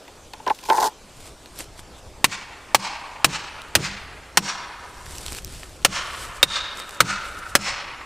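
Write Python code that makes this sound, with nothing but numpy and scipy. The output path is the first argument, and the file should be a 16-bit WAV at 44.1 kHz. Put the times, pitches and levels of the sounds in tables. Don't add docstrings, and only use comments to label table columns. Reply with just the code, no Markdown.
import sys
import numpy as np
from scipy import signal
from scipy.io import wavfile
from scipy.ndimage import uniform_filter1d

SR = 44100
rng = np.random.default_rng(int(sys.argv[2]) if len(sys.argv) > 2 else 0)


def rack_gain(trim_db):
    fader = np.asarray(trim_db, float)
    return 10 ** (fader / 20)


def to_wav(s):
    ch = np.atleast_2d(s).T
    pcm = np.round(np.clip(ch, -1, 1) * 32767)
    wavfile.write(sys.argv[1], SR, pcm.astype(np.int16))


N = 355357


def evened(x):
    return x / np.sqrt(np.mean(x ** 2) + 1e-20)


def read(points, hz):
    f, value = np.transpose(points)
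    return np.interp(np.log(hz + 1), np.log(f + 1), value)


def along(rows):
    return np.interp(np.arange(N) / SR, *np.transpose(rows), -120, -120)


def swell(peak_s, db, rise_s, fall_s):
    t = np.arange(N) / SR - peak_s
    return rack_gain(db - 20 * np.maximum(-t / rise_s, t / fall_s).clip(0, 8))


def add(mix, s, sound):
    part = mix[..., round(s * SR):][..., :sound.shape[-1]]
    part += sound[..., :part.shape[-1]]


def ring(x, modes):
    out = 0
    for k, (hz, width, db) in enumerate(modes):
        b, a = signal.iirpeak(hz, hz / width, SR)
        out = out + (-1) ** k * rack_gain(db) * signal.lfilter(b, a, x)
    return out


def pair(samples, same):
    left, other = rng.standard_normal((2, samples))
    same = np.clip(same, 0, 1)
    return np.array([left, same * left + np.sqrt(1 - same ** 2) * other])


def noise(field, same, samples, size):
    hz = np.fft.rfftfreq(size, 1 / SR)[:, None]
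    t = np.arange(4 * samples // size + 5) * size / 4 / SR
    a, b, c, d = rng.standard_normal((len(t), len(hz), 4)).T
    like = np.clip(read(same, hz), -1, 1)
    left = a + 1j * b
    right = like * left + np.sqrt(1 - like ** 2) * (c + 1j * d)
    spectra = np.array([left, right]) * rack_gain(field(hz, t))
    return signal.istft(spectra, nperseg=size, noverlap=3 * size // 4)[1][:, :samples]


# f/Hz, relative level/dB
HUSH_COLOUR = [(35, 0), (60, -4.5), (226, -9), (298, -5), (559, -6.5), (870, -9), (1870, -17.5),
               (2650, -17), (8100, -20.5), (13800, -35.5), (15500, -46)]
# f/Hz, likeness (0 to 1)
HUSH_SAME = [(60, 1.0), (240, 1), (950, 0.99), (3770, 0.97), (15000, 0.81)]


def forest_hush():
    def field(hz, u):
        patches = rng.standard_normal((len(u), len(hz)))
        patches = uniform_filter1d(patches, 10, 0)
        patches = uniform_filter1d(patches, 12, 1)
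        return read(HUSH_COLOUR, hz) + 2.2 * evened(patches).T
    return rack_gain(-46.5) * evened(noise(field, HUSH_SAME, N, size=1024))


# f/Hz, relative level/dB
WIND_COLOUR = [(8.8, -31), (15, -2), (64, 2.5), (199, -17), (225, -42.5), (304, -43.5), (400, -31),
               (520, -33), (880, -120)]
# t/s, level/dB
GUSTS = [(0, -58), (.7, -66), (1.17, -47), (1.5, -52), (1.75, -42), (2.3, -51), (2.95, -58), (3.5, -52),
         (3.95, -45), (4.8, -56), (5.1, -40), (5.3, -39.5), (6.0, -47), (6.4, -43), (6.9, -58), (7.16, -45),
         (7.6, -47), (8.06, -60)]


def wind():
    lumps = rack_gain(2.2 * evened(uniform_filter1d(rng.standard_normal(N), 2500)))
    same = [(40, 1), (80, .93), (150, .8), (400, 0.27)]  # f/Hz, likeness
    rumble = noise(lambda hz, u: read(WIND_COLOUR, hz) + 0 * u, same, N, size=2048)
    return rack_gain(along(GUSTS)) * evened(lumps * rumble)


# t/s, peak level/dB, level of click against ring/dB, click f/Hz
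KNOCKS = [(0.079, -32, 2, 2000), (0.335, -24, -2, 3200), (0.399, -30.5, -16, 3000),
          (0.465, -10.5, -18, 2600), (0.477, -12.5, -14, 4400), (0.499, -8.5, -18, 2900),
          (0.588, -30, 8, 2950), (0.63, -33, -6, 2500), (0.654, -29, -2, 2500), (0.687, -19, -16, 2500),
          (0.7, -4, -14, 2900), (0.779, -9.5, -18, 2200), (0.824, -9, -18, 4300)]
# f/Hz, width/Hz, relative level/dB
POCKET = [(390, 120, -15), (880, 75, 0), (1030, 70, -5), (1450, 350, -21)]


def holster_knocks():
    out, t = np.zeros((2, N)), np.arange(2500) / SR
    for s, db, click_db, click_hz in KNOCKS:
        push = pair(len(t), 0.95) * rack_gain(-60 * t / 0.026)
        body = evened(ring(push * t, POCKET))
        click = evened(ring(push, [(click_hz, .6 * click_hz, 0)]))
        knock = body + rack_gain(click_db) * click
        add(out, s, rack_gain(db) * knock / abs(knock).max())
    return out


# t/s, level/dB
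DRAW = [(.68, -48), (.69, -25), (.725, -16), (.765, -24), (.805, -20), (.85, -17), (.88, -26), (.9, -39),
        (.94, -62)]
# peak t/s, level/dB, t to rise 20 dB/s, t to fall 20 dB/s
SCRAPE = (.865, -28, .28, .03)


def holster_slide():
    jerks = rng.random(N) < 2500 / SR
    slips = pair(N, 0.94) * rack_gain(2.3 * rng.exponential(1, N).clip(0, 4)) * jerks
    bursts = rack_gain(3 * evened(uniform_filter1d(rng.standard_normal(N), 300)))
    rasp = evened(bursts * ring(slips, [(2200, 500, -6), (4800, 4500, 0)]))
    pocket = evened(ring(slips, POCKET))
    return rack_gain(along(DRAW)) * pocket + swell(*SCRAPE) * rasp


# peak t/s, level/dB, t to rise 20 dB/s, t to fall 20 dB/s
STEPS = [(1.278, -43, .2, .06), (1.606, -31, .055, .04), (1.796, -39, .035, .02), (1.99, -51, .03, .02),
         (5.11, -41, .08, .4), (5.385, -35, .5, .025), (5.54, -40, .2, .35), (6.236, -35, .3, .09),
         (6.37, -42, .1, .04), (6.796, -38, .06, .035), (6.95, -44, .3, .05), (7.26, -43, .1, .25),
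         (7.39, -39, .025, .02), (7.5, -42, .1, .05)]
# f/Hz, relative level/dB
LEAF_COLOUR = [(180, -57), (300, 0.5), (808, -6.5), (953, -7.5), (5140, -5.5), (6580, -8.5), (7900, -3),
               (13800, -17.5), (15500, -40)]


def leaves():
    hiss = evened(noise(lambda hz, u: read(LEAF_COLOUR, hz) + 0 * u, HUSH_SAME, N, size=256))
    breaks = rng.random(N) < 260 / SR
    size = rack_gain(5.5 * rng.exponential(1, N).clip(0, 4)) * breaks
    crackle = signal.lfilter([1], [1, -np.exp(-1 / (0.00044 * SR))], size)
    gain = np.sqrt(sum(swell(*step) ** 2 for step in STEPS))
    return gain * evened(hiss * (1 + 0.75 * crackle))


# t/s, peak level/dB, f/Hz
SNAPS = [(1.459, -29.5, 2360), (1.5897, -18.5, 8800), (1.7928, -25.5, 1350), (3.6187, -24, 3190),
         (3.685, -33, 2070), (5.0643, -27, 1890), (5.1831, -20.5, 5020), (5.2637, -14, 5700),
         (5.2825, -18, 3440), (5.3298, -19, 5790), (5.3861, -20, 2610), (5.447, -16.5, 8000),
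         (5.6324, -21.5, 1530), (6.8, -20, 1660), (6.893, -23, 1750)]


def twigs():
    out, t = np.zeros((2, N)), np.arange(900) / SR
    for s, db, hz in SNAPS:
        burst = rng.standard_normal(len(t)) * rack_gain(-60 * t / 0.0048)
        snap = ring(burst, [(hz, 0.59 * hz, 0)])
        add(out, s, rack_gain(db) * snap / abs(snap).max())
    return out


# f/Hz, width/Hz, relative level/dB
STRUCK = [(420, 1100, -3.5), (1600, 1340, -1.5), (2610, 800, 0.5), (4190, 500, -2), (5600, 2300, -5),
          (8270, 1450, -5), (12500, 7900, -36)]


def crack_of_blow(low_hz, low_db, high_hz, high_db, seated_db):
    hz = abs(np.fft.fftfreq(4096, 1 / SR)) + 1
    landing = [(low_hz, 250, low_db), (high_hz, 100, high_db)]
    modes = STRUCK + landing + [(572, 70, seated_db)]
    power = sum(rack_gain(db) ** 2 / (1 + ((hz - f ** 2 / hz) / width) ** 2) for f, width, db in modes)
    spectrum = np.exp(signal.hilbert(np.log(power) / 2).conj())
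    click = -np.fft.ifft(spectrum).real[:2048]
    return click / np.linalg.norm(click)


def near_scatter(crack):
    near_db, same, t60_s = 8, 0.92, 0.041
    t = np.arange(SR // 4) / SR
    smear = pair(len(t), same) * rack_gain(-60 * t / t60_s)
    return rack_gain(near_db) * signal.fftconvolve(crack, smear / np.linalg.norm(smear[0]), axes=1)


# f/Hz, t/s
WOODS_T60 = [(150, 1.34), (500, 3.3), (1200, 2.51), (3000, 1.426), (6000, 0.65), (11000, 0.32)]
# f/Hz, relative level/dB
WOODS_COLOUR = [(100, 5.5), (300, -18), (1000, 7), (3000, 6), (7000, 13.5), (12000, 3)]
# f/Hz, likeness (0 to 1)
WOODS_SAME = [(60, 0.38), (240, 0.84), (950, 1), (3770, 0.97), (15000, 0.87)]


def woods(crest_s):
    crest_db, crest_width_s = 5, 0.025
    rise_share, rise_power = 0.7, 3
    t = np.arange(SR) / SR
    tail = noise(lambda hz, u: read(WOODS_COLOUR, hz) - 60 * u / read(WOODS_T60, hz),
                 WOODS_SAME, SR, size=256)
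    tail *= 1 - np.exp(-(t / (rise_share * crest_s)) ** rise_power)
    tail *= rack_gain(crest_db * np.exp(-((t - crest_s) / crest_width_s) ** 2))
    tail *= rack_gain(1.56 * evened(uniform_filter1d(rng.standard_normal(SR), 600)))
    return tail / np.linalg.norm(tail[0])


# f/Hz, width/Hz, relative level/dB
TRUNK = [(140, 74, -5), (199.8, 7.7, 3), (294, 90, -16)]


def trunk_thump():
    t = np.arange(SR // 4) / SR
    shake = rng.standard_normal(len(t)) * rack_gain(-60 * t / 0.37) * (1 - np.exp(-t / 0.005))
    return evened(ring(shake, TRUNK))


# t/s, trunk thump level/dB, echo level/dB, echo crest t after the blow/s
BLOWS = [(2.2432, -46, -11, 0.094), (2.7465, -45, -8, 0.11), (3.2447, -38, -8, 0.105),
         (3.7523, -33.5, -7.5, 0.098), (4.3724, -39, -5, 0.12), (5.8484, -43, -4.5, 0.125),
         (6.4289, -49, -3.5, 0.137), (7.0044, -36.5, -5.5, 0.108), (7.5522, -43, -3.5, 0.13)]
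# low f/Hz, level/dB, high f/Hz, level/dB
LANDINGS = [(1120, 1, 2260, 5), (900, 7, 2500, 2), (920, 0, 2350, 3), (1400, -2, 2060, 1),
            (1000, 6, 5610, 8), (1220, 5, 3000, 1), (1340, 5, 3720, 14.5), (1350, 9, 2550, 5),
            (1620, 3, 5250, 5)]


def hatchet():
    force_db, near_to_woods_db = 11, -17
    loose_db, seated_db, seated_from_s = -14, 6, 5
    out = np.zeros((2, N))
    for (s, thump_db, echo_db, crest_s), landing in zip(BLOWS, LANDINGS):
        grip_db = seated_db if s > seated_from_s else loose_db
        crack = rack_gain(force_db) * crack_of_blow(*landing, grip_db)[None]
        near = near_scatter(crack)
        sent = rack_gain(near_to_woods_db) * near[:1]
        add(sent, 0, crack)
        echo = signal.fftconvolve(sent, woods(crest_s), axes=1)
        add(out, s, crack)
        add(out, s, near)
        add(out, s, rack_gain(echo_db) * echo)
        add(out, s, rack_gain(thump_db) * trunk_thump())
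    return out


def scene():
    return forest_hush() + wind() + holster_knocks() + holster_slide() + leaves() + twigs() + hatchet()


def top_cut(x):
    return signal.sosfilt(signal.butter(12, 15690, fs=SR, output="sos"), x)


def record(dry):
    clipped = np.clip(dry, -.98, .98)
    edge = signal.firwin(255, 15600, fs=SR)[None]
    mix = signal.oaconvolve(clipped, edge, "same")
    return top_cut(mix)


dry = scene()
out = record(dry)
to_wav(out)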